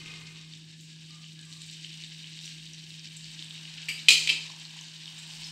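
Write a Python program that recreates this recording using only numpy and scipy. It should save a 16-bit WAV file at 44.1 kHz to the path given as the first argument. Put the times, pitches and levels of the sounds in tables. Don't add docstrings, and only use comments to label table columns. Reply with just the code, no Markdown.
import sys
import numpy as np
from scipy import signal
from scipy.fft import rfft, irfft
from scipy.io import wavfile

SR = 44100
rng = np.random.default_rng(int(sys.argv[2]) if len(sys.argv) > 2 else 0)


def digitize_waveform(pressure):
    field = np.atleast_2d(pressure).T
    bounded = np.clip(field, -1, 1)
    quanta = np.round(bounded * 32767).astype(np.int16)
    wavfile.write(sys.argv[1], SR, quanta)


def gain_from_db(level_db):
    decades = np.asarray(level_db, float) / 20
    return 10 ** decades


N = 242991

# time in seconds, sizzle level in dB.
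VIGOUR = [(0, -46.5), (.38, -51.5), (.8, -55.5), (1.1, -51.5), (1.5, -52.5), (1.65, -49.5), (2.04, -47),
          (2.73, -48.5), (3.3, -47.5), (3.9, -45.5), (4.5, -44.5), (4.9, -45), (5.3, -43.5), (5.51, -46.5)]
# frequency in Hz, density in dB per Hz.
SIZZLE_SPECTRUM = [(710, -52), (1200, -48), (1430, -47), (1590, -14.5), (2010, -9), (3060, 3), (3350, -3),
                   (3770, 3), (4120, -1), (4600, 0), (4940, -5), (5410, -3.5), (6550, -9.5), (7780, -8),
                   (10500, -37), (13600, -57), (22000, -120)]
# frequency in Hz, density in dB per Hz.
SPRAY_SPECTRUM = [(8500, -0.5), (9700, -17.5), (10800, -17.5), (12300, -17), (13800, -23), (16000, -22)]
# frequency in Hz, density in dB per Hz.
GURGLE_SPECTRUM = [(240, -32), (400, -16), (600, -12), (974, -6), (1260, -10), (1580, -1.5), (1700, 1),
                   (2210, -19), (3740, -120)]
# middle in seconds, length in seconds, extra level in dB.
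GUSTS = [
    (.82, 0.18, 5.5),
    (1.6, 0.37, 5.5),
    (2.46, 0.16, 7.5),
    (2.92, 0.13, 2),
    (3.5, 0.11, 0.5),
    (4.8, 0.19, 0.5),
    (5.45, 0.89, 3.5),
]
# middle in seconds, length in seconds, level in dB.
PLOPS = [
    (3.75, .5, -78),
    (4.485, 1, -60.5),
    (4.816, 0.19, -61),
    (5.09, 0.16, -62),
    (5.397, 0.62, -63),
]
# time in seconds, peak in dB, pitch in Hz, snap level in dB.
SPITS = [(0.0598, -27, 2580, -19), (0.5367, -30.5, 3660, -17), (1.1078, -33, 4600, -18),
         (1.2425, -32, 3000, -26), (1.392, -34, 3920, -12), (1.5267, -29.5, 4060, -14),
         (1.6186, -32, 3880, -12), (1.6993, -32.5, 3800, -15), (1.8466, -25, 3110, -26),
         (2.0034, -32, 2880, -14), (2.038, -26, 3740, -21), (2.2427, -28, 3050, -23),
         (2.39, -27, 3720, -18), (2.4776, -29, 2980, -11), (2.9054, -31, 3890, -15),
         (3.244, -30.5, 4500, -13), (3.3927, -25.5, 3620, -22), (3.4252, -25, 3600, -16),
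         (3.5084, -24.5, 3520, -30), (3.5538, -29, 2870, -20), (3.6536, -27, 2920, -21),
         (3.674, -41, 3500, -22), (3.7819, -26.5, 2960, -23), (4.6523, -24, 4230, -21),
         (4.79, -25.5, 3100, -15), (5.0574, -26, 3660, -15), (5.0786, -23.5, 3150, -23),
         (5.3364, -28, 4680, -21), (5.4192, -33, 4320, -21), (5.442, -29, 4520, -15)]
# time in seconds, peak in dB, pitch in Hz.
TICKS = [(0.808, -42, 7200), (1.284, -42, 5530), (1.4117, -39, 7900), (1.4528, -38, 7900),
         (1.5279, -37, 7180), (1.6187, -32, 7900), (1.7123, -36, 7970), (1.8891, -49, 6200),
         (1.924, -41, 7040), (1.9395, -49, 6150), (2.412, -38, 5550), (2.4404, -43, 5460),
         (2.4567, -30, 5700), (2.734, -32, 5570), (2.9058, -46, 7250), (3.4445, -37, 8100),
         (4.5146, -32, 5910), (4.5985, -36.5, 7540), (4.6384, -39, 5500), (4.811, -29.5, 6360),
         (5.057, -36, 5510), (5.355, -39, 5550), (5.4707, -32, 6800)]
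# time in seconds, peak in dB, pitch in Hz, 60 dB decay in seconds.
WHEEZES = [
    (3.163, -35, 7700, 0.046),
    (4.765, -36, 6900, .04),
    (5.18, -36, 7600, 0.087),
    (5.44, -30.5, 5200, 0.047),
    (6.6, -36, 4730, 0.031),
    (6.2, -42, 3800, 0.04),
    (.805, -56, 12800, .07),
]
# time in seconds, peak in dB, rattle in dB, softness from 0 to 1.
BLOWS = [(3.8851, -20.5, -30, 0.44), (3.889, -19, -13, 0.17), (3.8945, -21.5, -24, 0.5),
         (4.0848, 0, -42, 1), (4.0868, -6.5, -13.5, 0), (4.0905, -5, -22.5, 0.02),
         (4.0944, -12.5, -29, 0.05), (4.1050, -9.5, -12, 0), (4.2733, -19.5, -35, 0.8),
         (4.2743, -12.5, -22, 0.76), (4.279, -19, -33, .6), (4.2898, -17.5, -22, 0.87),
         (4.292, -10, -30, 1), (4.295, -11.5, -15.5, 0.59), (4.3, -10.5, -21, 0.83),
         (4.3026, -15.5, -20, 0.67), (4.3064, -17.5, -19, 0.6)]
# frequency in Hz, level in dB, 60 dB decay in seconds.
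HANDLE_MODES = [(2300, -11, .03), (2700, -7.5, 0.0098), (3050, -10.5, 0.016), (4720, -10, .025),
                (8050, -11, 0.022)]
# frequency in Hz, level in dB, 60 dB decay in seconds.
BLADE_MODES = [(2300, -39, 0.016), (2485, -7, 0.065), (2614, -9.5, 0.029), (2820, -9, 0.011),
               (3095, -5.5, 0.017), (3300, -21, .015), (3700, -22, 0.022), (3974, -9.5, 0.023),
               (4390, -13, 0.023), (4650, -13, 0.023), (5140, -21, .015), (6050, -14, 0.019),
               (7020, -14, 0.028), (7550, -16.5, 0.024)]
# frequency in Hz, density in dB per Hz.
HANDLE_CRACK = [(1300, -37), (1800, -14), (2200, 0), (3000, 1.5), (3600, -17), (4600, 1), (5200, -16),
                (6300, -16), (8100, -7.5), (9600, -38), (10900, -22), (13000, -22), (13800, -48),
                (16000, -45)]
# frequency in Hz, density in dB per Hz.
BLADE_CRACK = [(1300, -18.5), (1600, -21.5), (2100, -19), (2450, -3), (3100, 4), (3550, 4.5), (4000, 6.5),
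               (4700, 4.5), (5500, -5.5), (6200, -6), (7300, -4.5), (8500, -3.5), (9600, -22.5),
               (15600, -45)]
# frequency in Hz, density in dB per Hz.
WORKTOP_THUD = [(110, -62), (190, -20), (238, 2), (345, 0), (654, -11), (1180, -7), (1280, 2.5),
                (1500, -37), (1950, -35), (3300, -120)]
# time in seconds, level in dB.
SCRAPE_LEVEL = [(0, -52), (.05, -50), (.075, -46), (.16, -46.5), (.3, -52), (.42, -55), (.55, -64)]
# frequency in Hz, width in Hz, level in dB.
PAN_MODES = [(114, 12, -2), (400, 89, -8), (473, 97, -11), (1150, 58, -11), (1247, 54, -5),
             (1570, 70, -6.5), (1870, 110, -6), (2130, 52, 5), (2484, 60, 0.5), (2490, 55, 3)]
# frequency in Hz, density in dB per Hz.
RUMBLE_SPECTRUM = [(12, -60), (20, -33), (64, -38), (101, -14.5), (127, -17.5), (157, -10.5), (184, -19),
                   (212, -15), (274, -17.5), (330, -15), (359, -21), (397, -30.5), (600, -36), (780, -70),
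                   (1320, -120)]
# start in seconds, end in seconds, frequency in Hz, level in dB.
CLINKS = [
    (0.71, 0.82, 1740, -65.5),
    (.86, 1.05, 1670, -68.5),
    (1.092, 1.293, 1203, -62.5),
    (1.18, 1.275, 737, -76),
    (1.364, 1.462, 1690, -61.5),
    (1.417, 1.6, 1636, -65),
    (1.37, 1.503, 1580, -65),
    (1.446, 1.66, 1176, -67),
    (1.462, 1.64, 1060, -72),
    (2.43, 2.65, 1612, -64.5),
]
# frequency in Hz, 60 dB decay in seconds.
ROOM_DECAY = [(300, 1), (2500, 0.43), (6000, 0.79), (12000, 0.22)]


def rms_one(x):
    return x / np.sqrt(np.mean(x ** 2) + 1e-20)


def in_time(rows):
    s, *columns = np.transpose(rows)
    return [np.interp(np.arange(N) / SR, s, c, right=c[-1] if s[-1] > 5 else -120) for c in columns]


def at_hz(points, hz):
    table = np.array(points)
    return np.interp(np.log(hz), np.log(table[:, 0]), table[:, 1])


def swells(rows):
    t = np.arange(N) / SR
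    return sum(height * np.cos(np.pi * np.clip((t - s) / length, -.5, .5)) ** 2 for s, length, height in rows)


def colour(x, spectrum):
    hz = np.maximum(np.arange(4097) * SR / 8192, 5)
    low, high = spectrum[0][0], spectrum[-1][0]
    outside_octaves = np.abs(np.log2(hz / np.clip(hz, low, high)))
    cepstrum = irfft(np.log(gain_from_db(at_hz(spectrum, hz) - 24 * outside_octaves)))
    cepstrum[1:4096] *= 2
    cepstrum[4097:] = 0
    response = irfft(np.exp(rfft(cepstrum)))
    return signal.fftconvolve(x, response / np.sqrt(np.sum(response ** 2)))[:N]


def drift(rate):
    r = np.exp(-40 * np.pi * rate / SR)
    slow = signal.lfilter([1], [1, -2 * r, r * r], rng.standard_normal(N // 20 + 4002))[4000:]
    return np.interp(np.arange(N) / 20, np.arange(len(slow)), rms_one(slow))


def ring(clicks, hz, t60):
    r, w = gain_from_db(-60 / (t60 * SR)), 2 * np.pi * hz / SR
    return signal.lfilter([0, np.sin(w)], [1, -2 * r * np.cos(w), r * r], clicks + 1e-18)


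def clicks_at(times, heights):
    out = np.zeros(N)
    out[np.round(np.asarray(times) * SR).astype(int)] = heights
    return out


def bursts(per_s, spread_db, clump_db):
    sizes = gain_from_db(spread_db * np.minimum(rng.exponential(1, N), 5)) * rng.choice([-1, 1], N)
    return sizes * (rng.random(N) < per_s * gain_from_db(clump_db * drift(25.0)) / SR)


def bubbles(low_hz, high_hz, per_s, cycles, spread_db):
    clicks, dealt = bursts(per_s, spread_db, 3.0), rng.integers(0, 24, N)
    pitches = np.geomspace(low_hz, high_hz, 24)
    return rms_one(sum(ring(clicks * (dealt == k), hz, cycles / hz) * hz for k, hz in enumerate(pitches)))


def simmer():
    sizzle_db, gust_db = in_time(VIGOUR)[0], swells(GUSTS)
    swing_db = sizzle_db + 50
    thick = np.clip((np.arange(N) / SR - 3.2) / .4, 0, 1)
    fizz_db = -60 + 0.47 * swing_db + 0.94 * gust_db
    spray_db = -65 + 0.92 * swing_db + gust_db
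    gurgle_db = -70 + 0.84 * swing_db + 5 * thick
    crackle = rms_one(bursts(900.0, 4.6, 2.5))
    steam = rng.standard_normal((3, N))
    mix = bubbles(1244, 11000, 3500.0, 11.0, 3.3) + gain_from_db(-20.0) * crackle + gain_from_db(2.0) * steam[0]
    mix = mix + gain_from_db(-11.5) * bubbles(1992, 9030, 500.0, 80.0, 2.0)
    pan = colour(mix, SIZZLE_SPECTRUM)
    sizzle = signal.sosfiltfilt(signal.butter(2, 5500, fs=SR, output="sos"), pan)
    spray = colour(steam[1] + gain_from_db(-9) * crackle, SPRAY_SPECTRUM)
    gurgle = colour(steam[2] + gain_from_db(-20.0) * crackle, GURGLE_SPECTRUM)
    flicker_db = 1.47 * drift(17.0)
    large = gain_from_db(sizzle_db + flicker_db) * rms_one(sizzle)
    small = gain_from_db(fizz_db + flicker_db) * rms_one(pan - sizzle)
    fine = gain_from_db(spray_db + 1.8 * drift(36.0)) * rms_one(spray)
    low = gain_from_db(gurgle_db + 1.2 * drift(11.0)) * rms_one(gurgle)
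    return large + small + fine + low


def plops():
    hollow = bubbles(800, 1100, 400.0, 30.0, 3.3)
    spells = swells([(s, length, gain_from_db(level_db)) for s, length, level_db in PLOPS])
    return spells * signal.sosfilt(signal.butter(2, [650, 1300], "band", fs=SR, output="sos"), hollow)


def spits():
    rows, out = np.array(SPITS), np.zeros(N)
    t, decay_cycles = np.arange(900) / SR, 23
    for s, peak_db, hz, _ in rows:
        at = round(s * SR)
        envelope = gain_from_db(-60 * t * hz / decay_cycles) * (1 - np.exp(-t / 0.00011))
        shape = np.sin(2 * np.pi * hz * t) * envelope
        out[at:at + 900] += (gain_from_db(peak_db + 0.5) * shape)[:N - at]
    out = signal.sosfilt(signal.butter(4, 1500, "high", fs=SR, output="sos"), out)
    snaps = clicks_at(rows[:, 0], gain_from_db(rows[:, 1] + 19 + rows[:, 3]))
    return out + colour(snaps, SIZZLE_SPECTRUM)


def ticks():
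    out, t = np.zeros(N), np.arange(3000) / SR
    droplets = [(s, db - 1.5, hz, 0.0045) for s, db, hz in TICKS]
    for s, peak_db, hz, t60 in droplets + list(WHEEZES):
        at = round(s * SR)
        swell = 1 - np.exp(-t / (0.1 * t60))
        puff = rng.standard_normal(3000) * swell * gain_from_db(-60 * t / np.clip(t60, .001, .09))
        shape = ring(puff, hz, 37.0 / hz)
        out[at:at + 3000] += (gain_from_db(peak_db) * shape / np.abs(shape).max())[:N - at]
    return signal.sosfilt(signal.butter(2, [3000, 11500], "band", fs=SR, output="sos"), out)


def spatula():
    contact, rattle, t = np.zeros(N), np.zeros(N), np.arange(12000) / SR
    chatter_t60_s, rattle_t60_s = 0.012, 0.29
    for s, peak_db, rattle_db, soft in BLOWS:
        at, share = round(s * SR), np.clip(soft, 0, .9)
        dull = signal.lfilter([1 - share], [1, -share], rng.standard_normal((2, 12000)))
        chatter = gain_from_db(peak_db - 60 * t / chatter_t60_s) * (1 - np.exp(-t / 0.00038))
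        contact[at:at + 12000] += chatter * dull[0]
        rattle[at:at + 12000] += gain_from_db(peak_db + rattle_db - 60 * t / rattle_t60_s) * dull[1]
    s, peak_db, _, soft = np.transpose(BLOWS)
    first, struck = np.arange(N) < 4 * SR, 0
    for modes, part in (HANDLE_MODES, first), (BLADE_MODES, ~first):
        for hz, level_db, t60 in modes:
            softened_db = 45 * soft * np.log2(max(hz / 3300, 1))
            strikes = clicks_at(s, gain_from_db(peak_db + 3 * rng.standard_normal(len(s)) - softened_db))
            drive = part * (signal.lfilter([.5, .5], 1, strikes) + gain_from_db(-15.5) * rattle)
            struck = struck + gain_from_db(level_db) * ring(drive, hz, np.clip(t60, .008, .035))
    struck = signal.sosfilt(signal.butter(6, 2200, "high", fs=SR, output="sos"), struck)
    struck = struck + gain_from_db(-30) * ring(~first * (contact + gain_from_db(-6) * rattle), 2470, .25) / 10
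    dense = contact + gain_from_db(-1.5) * rattle
    crack = colour(dense * first, HANDLE_CRACK) + colour(dense * ~first, BLADE_CRACK)
    worktop = gain_from_db(-29.0) * colour(gain_from_db(-5.5) * contact + gain_from_db(4.5) * rattle, WORKTOP_THUD)
    return struck + crack + worktop


def scrape():
    slips, out = bursts(5000.0, 1.7, 2.0), 0
    for hz, width_hz, level_db in PAN_MODES:
        out = out + gain_from_db(level_db) * rms_one(ring(slips, hz, 2.2 / width_hz))
    return gain_from_db(in_time(SCRAPE_LEVEL)[0] - 2.5) * rms_one(out)


def motor():
    turn = 2 * np.pi * np.cumsum(159.0 + 0.17 * drift(3.4)) / SR
    tone = gain_from_db(-46 + 0.33 * drift(27.0) + 0.29 * drift(6.0)) * np.sin(turn)
    shaft = gain_from_db(-75.5 + 5.5 * drift(3.9)) * np.sin(turn / 3)
    rumble = rms_one(colour(rng.standard_normal(N), RUMBLE_SPECTRUM))
    shaken_db = 6.5 * np.exp(-np.arange(N) / SR / .12)
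    return tone + shaft + gain_from_db(-62 + shaken_db + 0.85 * drift(24.0)) * rumble


def far_clinks():
    t, out = np.arange(N) / SR, 0
    for start, end, hz, level_db in CLINKS:
        shape = np.sin(np.pi * np.clip((t - start) / (end - start), 0, 1) ** 0.72)
        blur = rms_one(ring(rng.standard_normal(N), hz, 0.018))
        out = out + gain_from_db(level_db) * shape * (np.sin(2 * np.pi * hz * t) + 0.55 * blur)
    return out


def kitchen(x):
    t, tail = np.arange(SR // 2) / SR, 0
    for low in 125 * 2. ** np.arange(7):
        octave = signal.butter(2, [low, 2 * low], "band", fs=SR, output="sos")
        band = signal.sosfilt(octave, rng.standard_normal(len(t)))
        tail = tail + band * gain_from_db(-60 * t / at_hz(ROOM_DECAY, 1.13 * low))
    tail = tail * (1 - np.exp(-t / 0.0013))
    return signal.fftconvolve(x, tail / np.sqrt(np.sum(tail ** 2)))[:N]


def scene():
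    blade, pan = spatula(), spits() + ticks()
    near = simmer() + plops() + pan + blade + scrape()
    echo = kitchen(gain_from_db(-6.5) * blade + gain_from_db(-3.5) * pan)
    mid = near + echo + far_clinks() + motor()
    return np.array([mid, mid])


def top_cut(x):
    return signal.sosfilt(signal.butter(12, 16550, fs=SR, output="sos"), x)


def record(dry):
    treble = signal.butter(2, 9000, "high", fs=SR, output="sos")
    hiss = signal.sosfilt(treble, rng.standard_normal(N))
    corners_s = 4.26 + np.cumsum([0, 0.29, 0.65, 0.14])
    gain = gain_from_db(np.interp(np.arange(N) / SR, corners_s, [0, -2.5, -2.5, 0]))
    mid = gain * dry.mean(axis=0) + gain_from_db(-95) * hiss
    dip = signal.sosfiltfilt(signal.butter(2, [1450, 2300], "band", fs=SR, output="sos"), mid)
    upper = signal.sosfilt(signal.butter(2, [2300, 15000], "band", fs=SR, output="sos"), mid)
    top = signal.sosfilt(signal.butter(2, 7000, "high", fs=SR, output="sos"), mid)
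    air = signal.sosfilt(signal.butter(2, 70, fs=SR, output="sos"), rng.standard_normal(N))
    side = gain_from_db(-11.5) * dip + gain_from_db(-28.5) * np.roll(upper, 3) + gain_from_db(-34.5) * top + gain_from_db(-67) * air
    both = 1.1 * np.tanh((mid + side * [[1], [-1]]) / 1.25)
    both = signal.sosfilt(signal.ellip(10, .5, 55, 15750, fs=SR, output="sos"), both)
    return top_cut(both)


dry = scene()
out = record(dry)
digitize_waveform(out)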